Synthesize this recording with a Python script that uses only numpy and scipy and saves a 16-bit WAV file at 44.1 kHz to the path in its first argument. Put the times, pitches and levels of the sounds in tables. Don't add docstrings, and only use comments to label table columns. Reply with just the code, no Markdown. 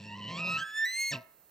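import sys
import numpy as np
from scipy import signal
from scipy.fft import rfft, irfft
from scipy.io import wavfile
from scipy.ndimage import uniform_filter1d

SR = 44100
rng = np.random.default_rng(int(sys.argv[2]) if len(sys.argv) > 2 else 0)


def gain_from_db(level_db):
    decades = np.asarray(level_db, float) / 20
    return 10 ** decades


def wrap_up_sound(samples):
    columns = np.atleast_2d(samples).T
    tamed = np.clip(columns, -1, 1)
    steps = np.round(tamed * 32767).astype(np.int16)
    wavfile.write(sys.argv[1], SR, steps)


N = 66150

# time in seconds, pitch in Hz, level in dB,
# brightness in dB per harmonic, breath in dB.
WHISTLE = [(0, 870, -56.5, -2, 7), (.14, 950, -41.5, -5, -36), (.18, 1040, -48, -9, -15),
           (.25, 985, -41.5, -6, -19), (.36, 1085, -41, -3.5, -6), (.405, 1265, -35, -5, -6.5),
           (.47, 1258, -32, -4.5, -32.5), (.572, 1312, -30.5, -4, -28), (.58, 1450, -37, -3, 0),
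           (.612, 1585, -35, -4.5, -27.5), (.63, 1600, -31.5, -3, -14.5), (.645, 1690, -41, -4, -14.5),
           (.73, 1725, -43, -3.5, -13), (.78, 1770, -30.5, -1.5, -18), (.847, 1792, -27.5, -4.5, -21),
           (.851, 1935, -29, -1.5, -31.5), (.92, 2040, -36.5, -4, -24.5), (1.0, 2142, -29.5, -2.5, -25)]
DROP = [(1.108, 2168, -32.5, -1.5, -23), (1.119, 1912, -34, -2.5, -35), (1.132, 1289, -33.5, -3, 4),
        (1.155, 930, -40, -2, -14), (1.165, 685.3, -37.5, -7.5, -11), (1.19, 632, -54, -25, -31)]
# time in seconds, beat in Hz, depth from 0 to 1, dying time in seconds.
JUMPS = [
    (0.571, 167, 0.7, 0.022),
    (0.634, 109, 0.4, 0.02),
    (0.851, 161, 0.79, .025),
]
# pitch in Hz, width in Hz, level in dB.
THROAT = [(1944, 37, 12), (2167, 22, -29), (2637, 227, 17.5), (3960, 84, 11.5), (4445, 89, 10.5),
          (5584, 120, 13.5), (6740, 210, -7), (7600, 230, 9.5)]
# pitch in Hz, width in Hz, level in dB.
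PIPE = [(927, 11.2, 18.5), (1051.3, 25.6, 20), (1310, 15.1, 16), (1584, 10.7, 23), (1783.6, 36, 19)]
# frequency in Hz, level in
# dB.
AIR = [(900, -10), (1500, -6), (2600, -1), (4300, -3), (8800, -4.5), (9700, -14), (13800, 3.5),
       (15500, -12)]
# time in seconds, pitch in Hz, level in dB, roughness from 0 to 1.
GROWL = [(0, 110, -47, 0.31), (.12, 100.9, -46.5, 0.23), (.27, 104.9, -43.5, 0.36), (.3, 168.9, -41, 0.51),
         (.4, 169.8, -40.5, 0.39), (.5, 171.2, -39, 0.53), (.56, 172, -40.5, 0.82),
         (.63, 166.3, -52.5, 0.5), (.67, 182.6, -80.5, 1.11)]
# time in seconds, pitch in Hz, level in dB, roughness from 0 to 1.
GRUNT = [(1.1, 150, -81.5, 0.73), (1.112, 147.1, -45, 0.6), (1.135, 142.3, -37, 0.54),
         (1.17, 120.6, -42, 0.43), (1.19, 122, -48.5, 0.43), (1.22, 105.7, -61, 0.8),
         (1.27, 110, -79.5, 0.9)]
# pitch in Hz, width in Hz, level in dB.
CHEST = [(110, 31.8, 2.5), (172, 33.8, 6.5), (208.4, 68.6, 0), (297.5, 20, -13), (359, 20, -27),
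         (561.7, 27.6, -7.5), (668, 17.8, -7.5), (982, 21.6, 1), (1832, 40, -1), (2730, 102, 0),
         (4174, 270, -4.5), (5830, 710, -17)]
# pitch in Hz, width in Hz, level in dB.
BODY_RING = [(644.5, 9, 5.5), (930, 4.9, -12.5), (1308, 4, 2), (1660, 3.9, -9), (1785, 9, -9.5)]
# pitch in Hz, width in Hz, level in dB.
NOSE_RING = [(645.7, 18.3, 14.5)]
# frequency in Hz, lead in radians.
LEFT_LEAD = [(100, 0.15), (500, 0.11), (1500, 0.4), (3300, 0.85), (7300, 0.26), (10800, 4.1), (15400, 4.36)]
# frequency in Hz, left minus right in dB.
LEFT_LEAN = [(100, -1.5), (300, -0.4), (600, 1.5), (1650, -3.5), (5000, 2), (15000, -5)]
# time in seconds, level in dB.
NEEDLES = [(0, -114), (.3, -106), (.55, -65.5), (.9, -48.5), (1.15, -54), (1.5, -53.5)]
# frequency in Hz, level in dB per Hz.
HISS = [(30, -21), (70, -21), (160, -17.5), (500, -14.5), (900, -19.5), (1800, -23), (3000, -32.5),
        (7500, -30.5)]
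# frequency in Hz, side minus mid in dB.
HISS_SIDE = [(60, -36), (240, -8), (950, -3.5), (3770, -5.5), (15000, -23.5)]
# frequency in Hz, level in dB.
TREBLE_DIPS = [(8800, -1), (9500, -10.5), (10500, -5), (12500, -11.5), (13500, -5)]

WHISTLE_WOBBLE, GRIPPED_WOBBLE, DROP_WOBBLE = 0.0032, 0.006, 0.03
WHISTLE_RELEASE_S = 0.011
LEVEL_THROB = 0.24
EARLY_BEND, LATE_BEND, SHIFT_S = -0.67, 0.57, 0.31
JUMP_BEND, JUMP_RISE_S = 0.5, 0.004
HALF_FROM_S, HALF_DB = 0.91, -26
WAVER_DB, BREATH_LEAK_DB, BREATH_CUT_HZ, CHEST_AIR_DB = 4.5, -26, 8300, -40.5
PITCH_SCATTER, PULSE_SHARPNESS = 0.1154, 14
UNEVEN_PULSES = 0.76
NOISE_FLOOR = 0.2
FULL_GRIP_DB = -51
ECHO_DB, ECHO_SIDE_DB, ECHO_T60_S, ECHO_GAP_S = -24, -2, 0.49, 0.0049
ECHO_BAND_HZ = [350, 1690]
NEEDLES_HZ, NEEDLES_WIDTH_HZ, NEEDLES_LEFT_DB = 14500, 5500, -11.5
HISS_DB = -68.5


def in_time(rows):
    s, *columns = np.transpose(rows)
    return [np.interp(np.arange(N) / SR, s, c) for c in columns]


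def at_hz(points):
    hz, value = np.transpose(points)
    return np.interp(np.log(np.fft.rfftfreq(N, 1 / SR) + 1), np.log(hz), value)


def filtered(x, order, hz, kind="low"):
    return signal.sosfilt(signal.butter(order, hz, kind, fs=SR, output="sos"), x)


def even(x, span_s):
    size = int(span_s * SR)
    power = uniform_filter1d(uniform_filter1d(x ** 2, size), size)
    return x / np.sqrt(power + 1e-12)


def drift(rate_hz):
    slow = filtered(rng.standard_normal(N + SR), 2, rate_hz)[SR:]
    return slow / slow.std()


def resonate(x, peaks):
    out = 0
    for k, (hz, width, db) in enumerate(peaks):
        r = np.exp(-np.pi * width / SR)
        top = [(1 - r * r) / 2, 0, (r * r - 1) / 2]
        bottom = [1, -2 * r * np.cos(2 * np.pi * hz / SR), r * r]
        out = out + (-1) ** k * gain_from_db(db) * signal.lfilter(top, bottom, x)
    return out


def whistle(folds, grip):
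    t = np.arange(N) / SR
    hz, db, bright_db, breath_db = in_time([*WHISTLE, *DROP])
    fray = np.where(t > DROP[0][0], DROP_WOBBLE, GRIPPED_WOBBLE)
    wobble = WHISTLE_WOBBLE * drift(82) + fray * grip * drift(170)
    phase = 2 * np.pi * np.cumsum(uniform_filter1d(hz, size=60) * (1 + wobble)) / SR

    bend = np.where(t > SHIFT_S, LATE_BEND, EARLY_BEND) * grip * np.sin(folds)
    beat = LEVEL_THROB * grip * np.cos(folds)
    half_growth = np.clip((t - HALF_FROM_S) / 0.45, 0, 1)
    throb = 1 + gain_from_db(HALF_DB) * half_growth * np.cos(phase / 2)
    for s, beat_hz, depth, dying in JUMPS:
        rise = np.clip((t - s) / JUMP_RISE_S, 0, 1)
        fight = depth * rise * (1 + 0.39 * drift(60)) * np.exp(-np.abs(t - s) / dying)
        turn = 2 * np.pi * beat_hz * (t - s)
        throb = throb * (1 + fight * np.cos(turn))
        phase = phase + JUMP_BEND * fight * np.sin(turn)

    tones = []
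    for k in range(12):
        tone_db = bright_db * min(k, 5.5) ** 1.007 + WAVER_DB * min(k, 2) / 2 * drift(9.9)
        shaken = 1 + min(k + 0.9, 1) * beat
        wave = np.sin((k + 1) * phase + min(k + 0.069, 1.2) * bend)
        tones.append(gain_from_db(tone_db) * shaken * wave * (hz * (k + 1) < 15700))

    air = filtered(rng.standard_normal(N), 6, BREATH_CUT_HZ)
    breath = gain_from_db(breath_db) * air * (1 + np.cos(phase)) * (1 + grip * np.cos(folds))
    jet = sum(tones) + gain_from_db(BREATH_LEAK_DB) * breath
    root = tones[0] + 0.3 * breath
    parts = throb * np.array([jet, root, breath])
    jet, root, breath = irfft(rfft(parts) * gain_from_db(at_hz(AIR)), N)
    jet = filtered(jet, 2, 600, "high")
    chest_air = filtered(resonate(air, CHEST[3:8]), 4, 260, "high")
    voice = even(jet + resonate(jet + breath, THROAT) + resonate(root, PIPE), 0.022)
    voice = voice + gain_from_db(CHEST_AIR_DB) * chest_air / chest_air.std()
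    release_db = 20 * np.maximum(t - DROP[-1][0], 0) / WHISTLE_RELEASE_S
    return gain_from_db(db - release_db) * voice


def chest(rows):
    hz, db, rough = in_time(rows)
    rough = np.clip(rough, 0, 1)
    phase = 2 * np.pi * np.cumsum(hz * (1 + PITCH_SCATTER * rough * drift(50.7))) / SR
    opening = (1 + np.cos(phase)) / 2
    strength = 1 + rough * drift(90) + UNEVEN_PULSES * rough * np.cos(phase * 2 / 3)
    pulses = opening ** PULSE_SHARPNESS * strength
    pulses = np.diff(pulses, prepend=pulses[0])
    noise = (NOISE_FLOOR + opening ** 2) * rng.standard_normal(N)
    source = (1 - rough) * pulses / pulses.std() + 2.0 * rough * noise
    grip = np.clip(gain_from_db(db - FULL_GRIP_DB), 0, 1)
    return gain_from_db(db) * even(resonate(source, CHEST), 0.012), phase, grip


def trees(x):
    t = np.arange(SR) / SR
    tail = rng.standard_normal((2, SR)) * gain_from_db(-60 * t / ECHO_T60_S) * (t > ECHO_GAP_S)
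    tail = filtered(tail, 2, ECHO_BAND_HZ, "band")
    tail = tail / np.sqrt((tail ** 2).sum(1, keepdims=True))
    mid, side = signal.fftconvolve(x[None], tail, axes=1)[:, :N]
    return gain_from_db(ECHO_DB) * (mid + gain_from_db(ECHO_SIDE_DB) * side * [[1], [-1]])


def needles():
    band = [(NEEDLES_HZ, NEEDLES_WIDTH_HZ, 0)]
    rustle = resonate(resonate(rng.standard_normal(N), band), band)
    pair = np.array([rustle * gain_from_db(NEEDLES_LEFT_DB), -rustle])
    return gain_from_db(in_time(NEEDLES)[0]) * pair / rustle.std()


def hiss():
    mid, side = rfft(rng.standard_normal((2, N))) * gain_from_db(at_hz(HISS))
    mid, side = irfft(mid, N), irfft(side * gain_from_db(at_hz(HISS_SIDE)), N)
    return gain_from_db(HISS_DB) / mid.std() * (mid + side * [[1], [-1.3]])


def scene():
    growl, growl_folds, growl_grip = chest(GROWL)
    grunt, grunt_folds, grunt_grip = chest(GRUNT)
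    folds = np.where(growl_grip > grunt_grip, growl_folds, grunt_folds)
    elk = growl + grunt + whistle(folds, growl_grip + grunt_grip)
    elk = elk + resonate(elk, BODY_RING) + resonate(grunt, NOSE_RING)
    left = gain_from_db(at_hz(LEFT_LEAN) / 2) * np.exp(0.5j * at_hz(LEFT_LEAD))
    direct = irfft(rfft(elk) * [left, 1 / left], N)
    return direct + trees(elk) + needles() + hiss()


def roll_off(x):
    return signal.sosfilt(signal.butter(12, 15890, fs=SR, output="sos"), x)


def record(dry):
    mix = irfft(rfft(dry) * gain_from_db(at_hz(TREBLE_DIPS)), N)
    return roll_off(mix)


dry = scene()
out = record(dry)
wrap_up_sound(out)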